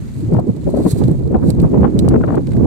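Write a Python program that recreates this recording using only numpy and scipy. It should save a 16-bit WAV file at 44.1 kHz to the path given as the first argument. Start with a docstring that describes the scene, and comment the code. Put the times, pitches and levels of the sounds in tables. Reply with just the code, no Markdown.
"""Gusty wind on a microphone

Wind buffets a hand-held microphone: shaped noise rumbles, flutters, thuds and tears on its two ports,
and short tone bursts make the rounded whumps. Under it lies a faint wash of hiss with tiny clicks and
short soft ticks. Close by, mostly on the right, something like a sleeve swishes (swelling noise) and
ticks (noise that starts suddenly and dies away)."""
import sys
import numpy as np
from scipy import signal
from scipy.fft import rfft, irfft
from scipy.io import wavfile
from scipy.ndimage import uniform_filter1d, minimum_filter1d

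SR = 44100
rng = np.random.default_rng(int(sys.argv[2]) if len(sys.argv) > 2 else 0)


def inscribe(sig):
    """Save sig as 16-bit PCM at rate SR to the path in sys.argv[1].

    A 1-D sig is mono; a 2-D sig holds one channel per row.
    Samples are clipped to [-1, 1] before scaling.
    """
    pcm = np.round(np.clip(np.atleast_2d(sig).T, -1, 1) * 32767)
    wavfile.write(sys.argv[1], SR, pcm.astype(np.int16))


N = 117306
T = np.arange(N) / SR  # time of each sample, s
HZ = np.fft.rfftfreq(N, 1 / SR)  # frequency of each spectrum line

# side that the wind strikes harder: (time [s], left minus right [dB])
WIND_LEAN = [(0, -14.5), (.25, 0.5), (.37, 1.5), (.5, -3), (.6, -5.5), (.69, 2), (.87, 1.5), (.95, -5.5),
             (1.28, -3), (1.35, -2), (1.44, -6), (1.62, -2), (1.76, 2), (1.86, -14), (1.94, -5), (2.03, -6),
             (2.14, 2.5), (2.37, -1), (2.5, -4), (2.66, -7)]
# tone balance of ticks and tiny clicks: (frequency [Hz], relative level [dB])
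TICK_SPECTRUM = [(800,-16),(2500,-5),(3200,-9),(4100,10),(5600,-7.5),(7000,-0.5),(8100,6),(9600,-4),(12000,-4),(16000,-26.5)]


def amp(db):
    """Decibels to gain."""
    return 10 ** (np.asarray(db) / 20)


def unit(x):
    """Scales each channel to rms 1."""
    return x / np.sqrt(np.mean(x ** 2, -1, keepdims=True) + 1e-20)


def curve(points):
    """Joins the points of a table into a value at every sample."""
    return np.interp(T, *np.transpose(points))


def at_hz(points, hz):
    """Reads a table on a log-frequency axis."""
    f, value = np.transpose(points)
    return np.interp(np.log(hz + 1), np.log(f), value)


def coloured(x, colour):
    """Filters x by a table of levels, then scales it to rms 1."""
    return unit(irfft(rfft(x) * amp(at_hz(colour, HZ)), N))


def noise(colour, shared=0):
    """Stereo noise; 'shared' is the part of its power common to both ports."""
    z = rng.standard_normal((3, N))
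    shared = np.clip(shared, 0, 1)
    mixed = np.sqrt(1 - shared) * z[:2] + np.sqrt(shared) * z[2]
    return coloured(mixed, colour)


def steadied(x, span_s):
    """Evens out chance swells slower than about the span."""
    power = irfft(rfft(x ** 2) * np.exp(-(HZ * span_s) ** 2 * 2), N)
    return x / np.sqrt(np.maximum(power, 0) + 0.01)


def wobble(rate_hz):
    """Smooth random ups and downs, separate for each port, at rms 1."""
    return unit(irfft(rfft(rng.standard_normal((2, N))) * np.exp(-(HZ / rate_hz) ** 2), N))


def pan(lean_db):
    """Left and right gains of constant total power; a positive lean favours the left."""
    gains = amp(np.array([[.5], [-.5]]) * lean_db)
    return gains / np.sqrt(np.mean(gains ** 2, 0))


def passing(s, length):
    """Strength of one eddy, 0-1: a peak with soft skirts, falling slower than it rose."""
    width = length * np.where(T < s, .75, 1.15)
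    return (1 + 1.62 * ((T - s) / width) ** 2) ** -1.28


def burst(s, length, db, lean):
    """Loudness of one eddy at both ports as it passes."""
    return amp(db) * pan(lean) * passing(s, length)


def snap(s, decay_s):
    """Envelope of a sudden crack, its short ring and a faint tail."""
    crack_s, crack_db = 0.00054, 2
    tail_s, tail_db = 0.0056, -16
    age = np.maximum(T - s, 0)
    crack = amp(crack_db) * np.exp(-age / crack_s)
    ring = .75 * np.exp(-age / decay_s)
    tail = amp(tail_db) * np.exp(-age / tail_s)
    onset = np.minimum(age / 0.00049, 1)  # rises in about half a millisecond
    return onset * (crack + ring + tail)


def rumble():
    """Large slow eddies push on the ports: deep noise, almost separate at each."""
    # the rumble's swells, before the lift below: (time [s], level [dB])
    rumble_swells = [(0,-27.5),(.11,-32),(.21,-26),(.3,-24.5),(.39,-19),(.465,-35),(.5,-19.5),(.54,-31),(.64,-28),(.67,-17.5),(.71,-27.5),(.79,-24),(.91,-28.5),(1.05,-18),(1.18,-22),(1.39,-24.5),(1.47,-17),(1.565,-22),(1.6,-14.5),(1.655,-12),(1.69,-28.5),(1.75,-22),(1.82,-12),(1.91,-27.5),(1.98,-18.5),(2.11,-14.5),(2.2,-20.5),(2.45,-24.5),(2.57,-17.5),(2.66,-14.5)]
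    # tone balance: (frequency [Hz], relative level [dB])
    rumble_spectrum = [(20, -47), (32, -56), (48, -7.5), (65, -2.5), (95, -4.5), (135, 3), (190, -5),
                       (260, -11), (400, -46), (800, -72)]
    lift_db = 3 + np.array([[1.6], [2.6]])  # left, right
    deep = steadied(noise(rumble_spectrum, shared=0.044), span_s=0.049)
    return deep * amp(curve(rumble_swells) + lift_db)


def flutter():
    """Turbulence at each port follows the wind's force, some bands of pitch more strongly than others."""
    # force of the wind at the microphone: (time [s], level [dB])
    wind_force = [(0,-45.5),(.12,-47.5),(.205,-35),(.235,-36),(.298,-29),(.325,-20.5),(.39,-24.5),(.42,-30.5),(.46,-29),(.494,-24.5),(.52,-35),(.6,-32.5),(.65,-39),(.675,-21),(.715,-29.5),(.748,-19),(.81,-22),(.835,-26.5),(.865,-12.5),(.905,-33),(.935,-28),(.97,-29),(1.02,-21),(1.11,-22.5),(1.165,-36),(1.215,-30),(1.27,-30.5),(1.35,-20.5),(1.395,-30),(1.44,-23.5),(1.49,-20.5),(1.52,-30.5),(1.57,-25.5),(1.63,-20.5),(1.695,-26),(1.735,-19),(1.8,-19),(1.86,-23.5),(1.91,-28),(1.96,-24),(2.06,-22),(2.16,-16.5),(2.2,-23),(2.27,-27),(2.3,-25),(2.385,-22),(2.43,-34),(2.53,-30),(2.59,-23),(2.66,-20)]
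    # how strongly each band follows the force: (frequency [Hz], change per dB of force [dB])
    band_follow = [(150, 2.21), (300, 1), (600, 1.4), (1200, 1), (3000, 1.64)]
    # tone balance at the reference force: (frequency [Hz], relative level [dB])
    flutter_spectrum = [(60, -24), (140, -16.5), (230, 2), (360, -2), (500, -10.5), (700, -22), (1000, -32),
                        (1500, -45), (2500, -52), (5000, -84), (12000, -101)]
    reference_db, flutter_db = -22.5, -17
    eddy_db, eddy_hz, patch_db = 2.5, 97, 2.5  # quick flutter; slower drift of each band
    lean_db = np.array([[.5], [-.5]]) * curve(WIND_LEAN)
    force_db = curve(wind_force) - reference_db + lean_db + eddy_db * wobble(eddy_hz)
    spectrum = rfft(steadied(noise(flutter_spectrum), span_s=0.018))
    out = np.zeros((2, N))
    for k, (_, follow) in enumerate(band_follow):
        # a band is full at its own frequency and fades out towards its neighbours
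        band = at_hz([(row[0], j == k) for j, row in enumerate(band_follow)], HZ)
        level_db = force_db * follow + patch_db * wobble(rate_hz=19)
        out += irfft(spectrum * band, N) * amp(level_db)
    return amp(flutter_db) * out


def background():
    """A soft wash of hiss, a random sprinkle of tiny clicks and a few nearer ticks, all bits of noise."""
    # level of the wash: (time [s], level [dB])
    wash_swells = [(0, -38.5), (.2, -41), (.45, -44.5), (.6, -43), (.8, -44), (1.02, -39), (1.25, -47),
                   (1.4, -49.5), (1.6, -44.5), (2.1, -43.5), (2.45, -43.5), (2.66, -44.5)]
    # small soft ticks: (time [s], level [dB])
    soft_ticks = [(2.47, -35), (2.518, -37), (2.533, -39.5), (2.567, -38.5)]
    # tone balance of wash and soft ticks: (frequency [Hz], relative level [dB])
    wash_spectrum = [(100, 18.5), (500, 5), (1000, -5.5), (2000, -5), (3200, -11), (4300, -10), (5600, -16),
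                     (6800, -9), (8000, -12), (10000, -17.5), (13000, -20.5), (16000, -35)]
    soft_tick_spectrum = [(600, 3.5), (1700, 5), (3000, -4), (4300, -2), (6000, -12), (8000, -5),
                          (11000, -14), (16000, -25)]
    clicks_per_s, clicks_db, click_decay_s = 110, -61.5, 0.001
    wash = noise(wash_spectrum, shared=0.1) * amp(curve(wash_swells) + 1.5 * wobble(rate_hz=13))
    # each tiny click starts at a random moment with a random strength, then dies away
    starts = rng.random(N) < clicks_per_s / SR
    hits = starts * amp(1.34 * np.minimum(rng.exponential(1, N), 3))
    ringing = signal.lfilter([1], [1, -np.exp(-1 / (click_decay_s * SR))], hits)
    clicks = unit(ringing) * amp(clicks_db) * noise(TICK_SPECTRUM, shared=0.18)
    soft_tick_level = sum(amp(db) * snap(s, decay_s=0.0051) for s, db in soft_ticks)
    nearer = soft_tick_level * noise(soft_tick_spectrum, shared=0.48)
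    return wash * pan(lean_db=-1.0) + (clicks + nearer) * pan(lean_db=-7.5)


def whumps():
    """Each eddy is a few rounded pressure swings that sag in pitch as it passes; small ones make blips."""
    # single eddies over the microphone: (time [s], middle pitch [Hz], level [dB], length scale [cycles])
    eddies = [(0.032,95,-18.5,1.35),(.168,140,-17.5,2.7),(0.239,304,-16.5,4.2),(.244,114,-17.5,3.5),(.282,121,-8.5,1.44),(.336,166,-3.5,1.8),(0.373,111,-8.5,1.4),(.391,722,-12.5,5),(.473,324,-11.5,1.9),(.498,194.5,-6,2.4),(.678,560,-13.5,3.2),(.937,124,-2.5,0.97),(1.058,125,-8,2.4),(1.117,152,-4.5,2.55),(1.255,77,-11.5,1.5),(1.378,73,-10.5,1.3),(1.489,172,-3.5,1.7),(1.952,213,-4,1.54),(2.171,256,-13,2.4),(2.239,1380,-30,18),(2.38,350,-6.5,3.9)]
    sag = 0.12  # share of the pitch lost per length scale
    out = np.zeros((2, N))
    phases = rng.random((len(eddies), 2, 1))
    for (s, hz, db, cycles), phase in zip(eddies, phases):
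        turns = (T - s) * hz
        near = abs(turns) < 3 * cycles  # beyond this the eddy is inaudible
        u = turns[near] / cycles
        port_phase = phase[0] + np.array([[0], [.3]]) * phase[1]  # the right port differs a little
        swing = np.cos(2 * np.pi * (turns[near] * (1 - .5 * sag * u) + port_phase))
        out[:, near] += amp(db) * np.exp(-2 * u ** 2) * swing
    return out * pan(curve(WIND_LEAN))


def swishes():
    """Finely grained friction: rough noise that swells and breaks off."""
    # fabric swishes: (peak time [s], rise time constant [s], fall time constant [s], level [dB])
    strokes = [(.19,0.027,0.038,-49.5),(.705,0.015,0.014,-47.5),(.77,0.013,0.032,-46),(0.891,0.031,0.014,-36.5),(0.917,0.0094,0.0062,-27.5),(.92,0.057,0.15,-47.5),(.988,0.013,0.0073,-42),(1.493,0.03,0.018,-41)]
    # tone balance: (frequency [Hz], relative level [dB])
    swish_spectrum = [(400, -21), (1500, -8), (3000, -18), (4100, 2.5), (5500, -12.5), (7000, -3.5),
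                      (8200, -1), (9800, -4.5), (11500, -7.5), (14000, -12.5), (16000, -17)]
    level = np.zeros(N)
    for s, rise, fall, db in strokes:
        level += amp(db) * np.exp(-np.maximum((s - T) / rise, (T - s) / fall))
    hiss = noise(swish_spectrum, shared=.65) * amp(1.8 * wobble(rate_hz=500)[0])
    return level * pan(lean_db=-6) * unit(hiss)


def ticks():
    """Dry ticks, bursts of noise, some brighter than others, mostly at the right port."""
    # ticks close by: (time [s], level [dB], left minus right [dB], brightness [dB per octave])
    tick_events = [(0.337,-42,-6,-4),(0.396,-43.5,-7,4),(.565,-44.5,-12,1),(1.038,-30,-19,-7),(1.08,-38,-6,2),(1.114,-39.5,-7,7),(1.5028,-25,-5.5,2.5),(1.6,-34,6,-4.5),(1.617,-38.5,-10,13),(1.991,-20.5,-7.5,-2),(2.0864,-25.5,-6,1.5),(2.354,-40,-6,1.5)]
    spectrum = rfft(noise(TICK_SPECTRUM, shared=.65))
    out = np.zeros((2, N))
    octaves = np.log2(np.maximum(HZ, 1000) / 1000)  # above 1 kHz
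    for s, db, lean, tilt_db in tick_events:
        grit = unit(irfft(spectrum * amp(tilt_db * octaves), N))
        out += grit * amp(db) * pan(lean) * snap(s, decay_s=0.0036)
    return out


def from_right(x):
    """A sound on the right reaches the left port a little later."""
    delay_s = 0.00036
    left = irfft(rfft(x[0]) * np.exp(-2j * np.pi * HZ * delay_s), N)
    return np.array([left, x[1]])


def buffets():
    """Sharp eddies hit a port: short thuds of noise, each reaching up to its own highest pitch."""
    # thuds: (time [s], length scale [s], level [dB], left minus right [dB], upper edge [Hz])
    thuds = [(0.348,0.0065,-19.5,11,925),(0.39,0.011,-18,3.5,900),(0.496,0.0062,-24.5,14,725),(0.689,0.02,-25.5,-1,540),(0.743,0.0084,-16.5,7,587),(0.776,0.0078,-15,2,605),(0.802,0.0083,-17.5,3,660),(0.862,0.0049,-13.5,13,900),(1.355,0.017,-18,1,885),(1.432,0.013,-33,-10.5,1510),(1.642,0.015,-23.5,7,1050),(1.744,0.0029,-20.5,23,960),(1.773,0.024,-26,-1.5,850)]
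    low_hz, edge_steepness, ragged_db = 204, 5.9, 1.5
    spectrum = rfft(rng.standard_normal((2, N)))
    out = np.zeros((2, N))
    for s, length, db, lean, edge_hz in thuds:
        low_cut = HZ / np.hypot(HZ, low_hz)
        shape = low_cut / np.hypot(1, (HZ / edge_hz) ** edge_steepness)
        turbulence = steadied(unit(irfft(spectrum * shape, N)), span_s=0.017)
        out += turbulence * burst(s, length, db, lean)
    return out * unit(amp(ragged_db * wobble(rate_hz=190)))


def tears():
    """Ragged chirps: noise played faster, then slower, so its pitch sweeps up and down with each eddy."""
    # the fastest eddies, which tear and crackle:
    # (time [s], length scale [s], level [dB], left minus right [dB])
    fast_eddies = [(.368,0.0042,-20,9),(1.348,0.0064,-16.5,8),(1.831,0.0058,-11.5,2.5),(1.847,0.0099,-9,17),(1.871,0.019,-26.5,-10),(2.08,0.0018,-11,18),(2.11,.02,-25.5,4),(2.143,0.0076,-12,4),(2.16,0.0081,-13.5,5.5),(2.212,0.0036,-17,11),(2.242,0.0095,-15,8),(2.285,0.015,-16.5,6),(2.305,0.0069,-17,11),(2.324,0.01,-18.5,8),(2.345,0.0097,-18.5,12),(2.375,.012,-19.5,2.5)]
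    # tone balance at full speed, before it is roughened: (frequency [Hz], relative level [dB])
    tear_spectrum = [(100, -10.5), (400, 14.5), (1000, 5), (1600, -6.5), (2300, -22), (3600, -30),
                     (6000, -51), (12000, -54.5)]
    slowest, ragged_db = .45, 6  # slowest speed as a share of full speed; roughness
    rough = noise(tear_spectrum) * amp(ragged_db * wobble(rate_hz=500))
    ragged = steadied(rough, span_s=.004)
    out, samples = np.zeros((2, N)), np.arange(N)
    for s, length, db, lean in fast_eddies:
        speed = slowest + (1 - slowest) * np.sqrt(passing(s, length))
        place = np.cumsum(speed)  # where in the noise we read
        place += s * SR - np.interp(s, T, place)  # line up the peak with its time
        chirp = np.array([np.interp(place, samples, port, 0, 0) for port in ragged])
        out += chirp * burst(s, length, db, lean)
    return out


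def scene():
    """Wind over the soft background and the close rustles."""
    wind = rumble() + flutter() + whumps() + buffets() + tears()
    return wind + background() + from_right(swishes() + ticks())


def record(dry):
    """A quick limiter holds the peaks, the ends are faded, then the highest treble is cut."""
    edge_hz, ceiling, fade_s = 15900, .97, .003
    gain = minimum_filter1d(np.minimum(1, ceiling / (abs(dry).max(0) + 1e-9)), size=160)
    smooth_gain = uniform_filter1d(uniform_filter1d(gain, size=80), size=80)
    ends = np.minimum(1, np.minimum(T, T[::-1]) / fade_s)
    held = dry * smooth_gain * ends
    low_pass = signal.firwin(511, edge_hz, window=("kaiser", 9), fs=SR)
    return signal.oaconvolve(held, low_pass[None], "same")


dry = scene()
out = record(dry)
inscribe(out)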